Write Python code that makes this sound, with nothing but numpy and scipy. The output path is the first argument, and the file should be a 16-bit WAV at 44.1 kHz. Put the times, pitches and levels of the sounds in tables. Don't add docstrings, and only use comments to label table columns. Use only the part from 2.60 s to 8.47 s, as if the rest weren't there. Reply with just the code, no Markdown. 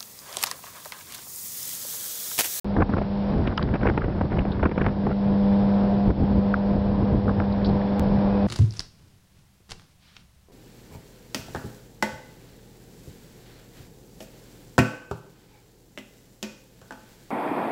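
import sys
import numpy as np
from scipy.fft import rfft, irfft, next_fast_len
from scipy.io import wavfile
from scipy.ndimage import uniform_filter1d, minimum_filter1d, map_coordinates

SR = 44100
rng = np.random.default_rng(int(sys.argv[2]) if len(sys.argv) > 2 else 0)


def pcm_store(signal):
    levels = np.round(np.clip(np.atleast_2d(signal), -1, 1) * 32767)
    wavfile.write(sys.argv[1], SR, levels.astype(np.int16).T)


N = 258867
TIME = np.arange(N) / SR
POP_S = 5.396

# start_s, length_s, rumble_db, crackle_db, dip_db
GUSTS = [(0.193, 0.026, -17, -38.5, 8.5), (0.304, 0.15, -27.5, -48, 5), (0.72, 0.087, -22.5, -45, 6),
         (0.82, 0.11, -24.5, -42.5, 13.5), (1.02, 0.14, -22.5, -38, 16), (1.218, 0.098, -21.5, -41.5, 10.5),
         (1.348, 0.16, -25, -43, 15), (1.552, 0.11, -25, -43, 12), (1.734, 0.08, -22, -39, 8.5),
         (1.88, 0.17, -26, -43, 10), (2.025, 0.043, -21.5, -35.5, 17), (2.16, 0.17, -26, -42, 4.5),
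         (2.451, 0.077, -23, -41.5, 5), (2.738, 0.018, -29, -61, -3), (2.932, 0.17, -29, -62.5, 1),
         (3.222, 0.17, -27, -62, 2), (3.48, 0.025, -19.5, -54.5, 17.5), (3.604, 0.033, -19.5, -66, 2),
         (3.712, .08, -23, -66, -1.5), (3.917, 0.048, -34.5, -56, 3.5), (4.113, 0.084, -24, -51.5, 3),
         (4.265, 0.18, -23.5, -60.5, 2), (4.49, 0.1, -22.5, -58, 5), (4.656, 0.049, -22, -57, 3),
         (4.784, 0.036, -27, -52, 1), (5.032, .13, -24.5, -46.5, -2), (5.396, 0.19, -24.5, -56, 0),
         (5.738, 0.037, -28.5, -65, 1)]


def transformer(dip_db, core_hz=99.92, whine_dip_share=0.69):
    # time_s, second_order_db, whine_db
    hum_levels = [(.05, -26.5, -43.5), (.65, -24.5, -40), (2.4, -23.5, -41.5), (2.95, -19.5, -34.5),
                  (3.7, -20, -37), (4.6, -22, -37.5), (5.3, -24.5, -37.5), (5.87, -19, -33)]
    # order, relative_db
    overtones = [(1, -1.5), (3, -5.5), (4, -7.5), (5, 0), (6, -2), (7, -10.5), (8, -10), (9, -10.5),
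                 (10, -14.5), (11, -32.5), (13, -25), (24, -31)]
    # pitch_hz, level_db
    fan_tones = [(558, -58.5), (624.5, -59.5), (709, -46.5), (3466, -71.5)]
    time_s, drone_db, whine_db = np.transpose(hum_levels)
    drone_gain = amp(np.interp(TIME, time_s, drone_db) - dip_db)
    whine_gain = amp(np.interp(TIME, time_s, whine_db) - whine_dip_share * dip_db)
    drone = tone(2 * core_hz, waver_db=0.7, drift_rad=0.037)
    whine = sum(amp(db) * tone(order * core_hz, waver_db=0.64, drift_rad=0.05) for order, db in overtones)
    fans = sum(amp(db) * tone(hz, waver_db=7, drift_rad=1) for hz, db in fan_tones)
    return drone_gain * drone + whine_gain * whine + amp(-dip_db) * fans


def wind(breeze_db=-31, lumps_db=1.5, spikes_db=5, rumble_trim_db=0.5, crackle_trim_db=1):
    # freq_hz, density_db
    rumble_spectrum = [(12, -23.5), (25, -10.5), (45, -1), (80, -1), (140, -3), (250, -8), (400, -13.5),
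                       (700, -22), (1200, -38), (2500, -81.5)]
    # freq_hz, density_db
    crackle_spectrum = [(200, -38), (600, 2), (950, 3.5), (1600, 0), (2400, -11.5), (3100, -20),
                        (4000, -28.5), (6000, -67)]
    rumble = unit(noise(rumble_spectrum) * amp(lumps_db * wobble(24)))
    sputter = np.clip(wobble(260), -2, 1.5) + np.clip(wobble(70), -2, 1.5)
    crackle = coloured(rng.standard_normal(N) * amp(spikes_db * sputter), crackle_spectrum)
    rumble_gain, crackle_gain = np.full(N, amp(breeze_db)), np.zeros(N)
    for start_s, length_s, rumble_db, crackle_db, _ in GUSTS:
        gust = envelope(start_s, length_s, rise_s=0.032, fall_s=0.02)
        rumble_gain = np.maximum(rumble_gain, amp(rumble_db + rumble_trim_db) * gust)
        crackle_gain = np.maximum(crackle_gain, amp(crackle_db + crackle_trim_db) * gust)
    return rumble_gain * rumble + crackle_gain * crackle


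def gust_dip(lag_s=0.037, hold_s=0.033):
    dips_db = [dip_db * envelope(start_s + lag_s, length_s + hold_s - lag_s, rise_s=0.015, fall_s=0.075)
               for start_s, length_s, _, _, dip_db in GUSTS]
    return np.max(dips_db, axis=0)


def eddies(thump_s=0.0059, crack_s=0.0063, lag_s=0.0015, ragged_db=4, crack_trim_db=-10, rasp_trim_db=1):
    # time_s, crack_db, rasp_db
    hits = [(0.166, -17, -56.5), (0.184, -20, -55), (.206, -16, -51), (.221, -5.5, -36),
            (0.295, -24.5, -59), (0.337, -16.5, -54), (.368, -23, -48), (0.382, -20.5, -45),
            (0.416, -28, -47.5), (0.873, -31, -32.5), (1.141, -19, -38.5), (1.156, -27, -40),
            (1.232, -18.5, -43), (1.255, -16.5, -47), (1.27, -14, -31), (1.285, -23, -37),
            (1.297, -18, -39), (1.377, -15, -36), (1.442, -24.5, -44.5), (1.482, -29, -58),
            (1.612, -19, -44), (1.72, -28, -57), (1.77, -24, -46), (1.787, -33, -33), (1.852, -29, -46),
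            (2.031, -14, -35.5), (2.056, -11.5, -38), (2.092, -38, -49), (2.115, -30, -41.5),
            (2.178, -19.5, -37.5), (2.214, -14.5, -36), (2.264, -17, -32.5), (2.468, -22.5, -54),
            (2.509, -32, -52), (3.503, -23, -47.5)]
    # freq_hz, density_db
    thump_spectrum = [(40, -35), (130, 0), (280, 6), (550, -1), (900, -7.5), (1600, -46)]
    # freq_hz, density_db
    crack_spectrum = [(300, -22), (650, 4), (950, 4), (1500, 2.5), (2000, -11), (3000, -48.5)]
    # freq_hz, density_db
    rasp_spectrum = [(1000, -20), (1700, -0.5), (2300, 2), (3000, -7.5), (3800, -18.5), (6000, -40.5)]
    out, t = np.zeros(N), np.arange(-SR // 40, SR // 40) / SR
    flutter = rng.standard_normal(N) * amp(ragged_db * wobble(600))
    thump = noise(thump_spectrum)
    crack, rasp = coloured(flutter, crack_spectrum), coloured(flutter, rasp_spectrum)
    for time_s, crack_db, rasp_db in hits:
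        start_s = time_s + lag_s + t[0]
        layers = [(thump, thump_s, -13 + 0.33 * crack_db),
                  (crack, crack_s, crack_db + crack_trim_db),
                  (rasp, crack_s, rasp_db + rasp_trim_db)]
        for source, fall_s, level_db in layers:
            swell = np.exp(-(t / np.where(t < 0, fall_s / 2, fall_s)) ** 2)
            puff = source[round(start_s * SR):][:len(t)] * swell
            add(out, start_s, amp(level_db) * unit(puff) * np.sqrt(np.mean(swell ** 2)))
    return out


def clicks(attack_share=0.045, ring_gain=0.79, snap_db=-29):
    # start_s, peak_db, pitch_hz, t60_s
    contacts = [(.976, -24.5, 4500, .008), (.978, -19.5, 2920, 0.012), (0.978, -14.5, 1300, 0.022),
                (.994, -19, 1100, 0.011), (1.027, -28, 3930, 0.011), (1.917, -36.5, 3700, 0.044),
                (3.941, -10.5, 1436, 0.015), (4.68, -22, 1247, .02), (4.693, -19.5, 1080, 0.027),
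                (4.801, -17, 1330, 0.012), (4.82, -26.5, 1220, 0.012), (4.924, -39, 4150, 0.026),
                (5.046, -27.5, 3940, 0.034), (5.054, -33.5, 4500, 0.081), (5.088, -40, 4200, .05),
                (5.214, -34, 1890, 0.02)]
    out, t = np.zeros(N), np.arange(SR // 10) / SR
    for start_s, peak_db, pitch_hz, t60_s in contacts:
        width_hz = 350 + pitch_hz / 6
        scratch = filtered(rng.standard_normal(len(t)),
                           lambda hz: np.exp(-((hz - pitch_hz) / width_hz) ** 2)
                           + amp(snap_db) / (1 + (hz / pitch_hz / 2) ** 2))
        ring = ring_gain * np.sin(2 * np.pi * pitch_hz * t)
        attack = 1 - np.exp(-t / (attack_share * t60_s))
        click = (unit(scratch) + ring) * attack * amp(-60 * t / t60_s)
        add(out, start_s, amp(peak_db) * click / np.abs(click).max())
    return out


def street(dip_db, brake_hz=2520, brake_db=-56):
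    # time_s, level_db
    swell = [(.05, -38.5), (.7, -33), (2.4, -38), (3.1, -31.5), (3.8, -35.5), (4.9, -35), (5.6, -32)]
    # freq_hz, density_db
    traffic_spectrum = [(30, -1), (150, -0.5), (400, 1), (750, 2), (1000, -2), (1230, -11), (1650, -12),
                        (2100, -21), (3000, -28.5), (5000, -58)]
    # freq_hz, density_db
    hiss_spectrum = [(800, -21.5), (2000, 1.5), (2800, -0.5), (3450, 1.5), (3900, 0), (5100, -2.5),
                     (5500, -7.5), (6000, -17)]
    swell_db = np.interp(TIME, *np.transpose(swell))
    traffic = amp(swell_db - 0.6 * dip_db + wobble(9)) * noise(traffic_spectrum)
    hiss = amp(-32 + 0.59 * swell_db - 0.26 * dip_db) * noise(hiss_spectrum)
    braking = envelope(start_s=5.71, hold_s=0.1, rise_s=0.025, fall_s=0.025)
    squeal = amp(brake_db) * braking * tone(brake_hz, waver_db=3, drift_rad=4)
    return traffic + hiss + squeal


def tone(hz, waver_db, drift_rad, skip_s=0.0025):
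    clock_s = TIME + skip_s * (TIME >= POP_S)
    phase = 2 * np.pi * (hz * clock_s + rng.random()) + drift_rad * wobble(5.5)
    return unit(np.sin(phase) * amp(waver_db * wobble(3.6)))


def amp(db):
    return 10 ** (np.asarray(db) / 20)


def unit(x):
    return x / np.sqrt(np.mean(x ** 2) + 1e-20)


def wobble(rate_hz):
    return map_coordinates(rng.standard_normal(int(N * rate_hz / SR) + 4), [TIME * rate_hz])


def envelope(start_s, hold_s, rise_s, fall_s):
    return np.exp(np.minimum(TIME - start_s, 0) / rise_s - np.maximum(TIME - start_s - hold_s, 0) / fall_s)


def filtered(x, response):
    size = next_fast_len(len(x) + 8192)
    return irfft(rfft(x, size) * response(np.fft.rfftfreq(size, 1 / SR)), size)[:len(x)]


def coloured(x, spectrum):
    freq_hz, density_db = np.transpose(spectrum)
    return unit(filtered(x, lambda hz: amp(np.interp(np.log(hz + 1), np.log(freq_hz), density_db))))


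def noise(spectrum):
    return coloured(rng.standard_normal(N), spectrum)


def add(track, start_s, sound):
    part = track[round(start_s * SR):][:len(sound)]
    part += sound[:len(part)]


def scene():
    dip_db = gust_dip()
    return (transformer(dip_db) + street(dip_db) + wind() + eddies() + clicks())[None]


def limiter(x, ceiling_db=-9):
    gain = np.minimum(1, amp(ceiling_db) / (np.abs(x) + 1e-9))
    return x * uniform_filter1d(minimum_filter1d(gain, size=500), size=250)


def record(dry, band_hz=5850, top_hz=16800, on_s=0.045, fade_s=0.003, pop_db=-14, pop_decay_s=0.0017):
    dull = filtered(limiter(dry[0]), lambda hz: 1 / (1 + (hz / band_hz) ** 50))
    gate = (TIME >= on_s) * np.clip((TIME[-1] - TIME) / fade_s, 0, 1)
    pop = amp(pop_db) * (TIME >= POP_S) * np.exp(-np.abs(TIME - POP_S) / pop_decay_s)
    return filtered(dull * gate + pop, lambda hz: 1 / (1 + (hz / top_hz) ** 80))[None]


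dry = scene()
out = record(dry)
pcm_store(out)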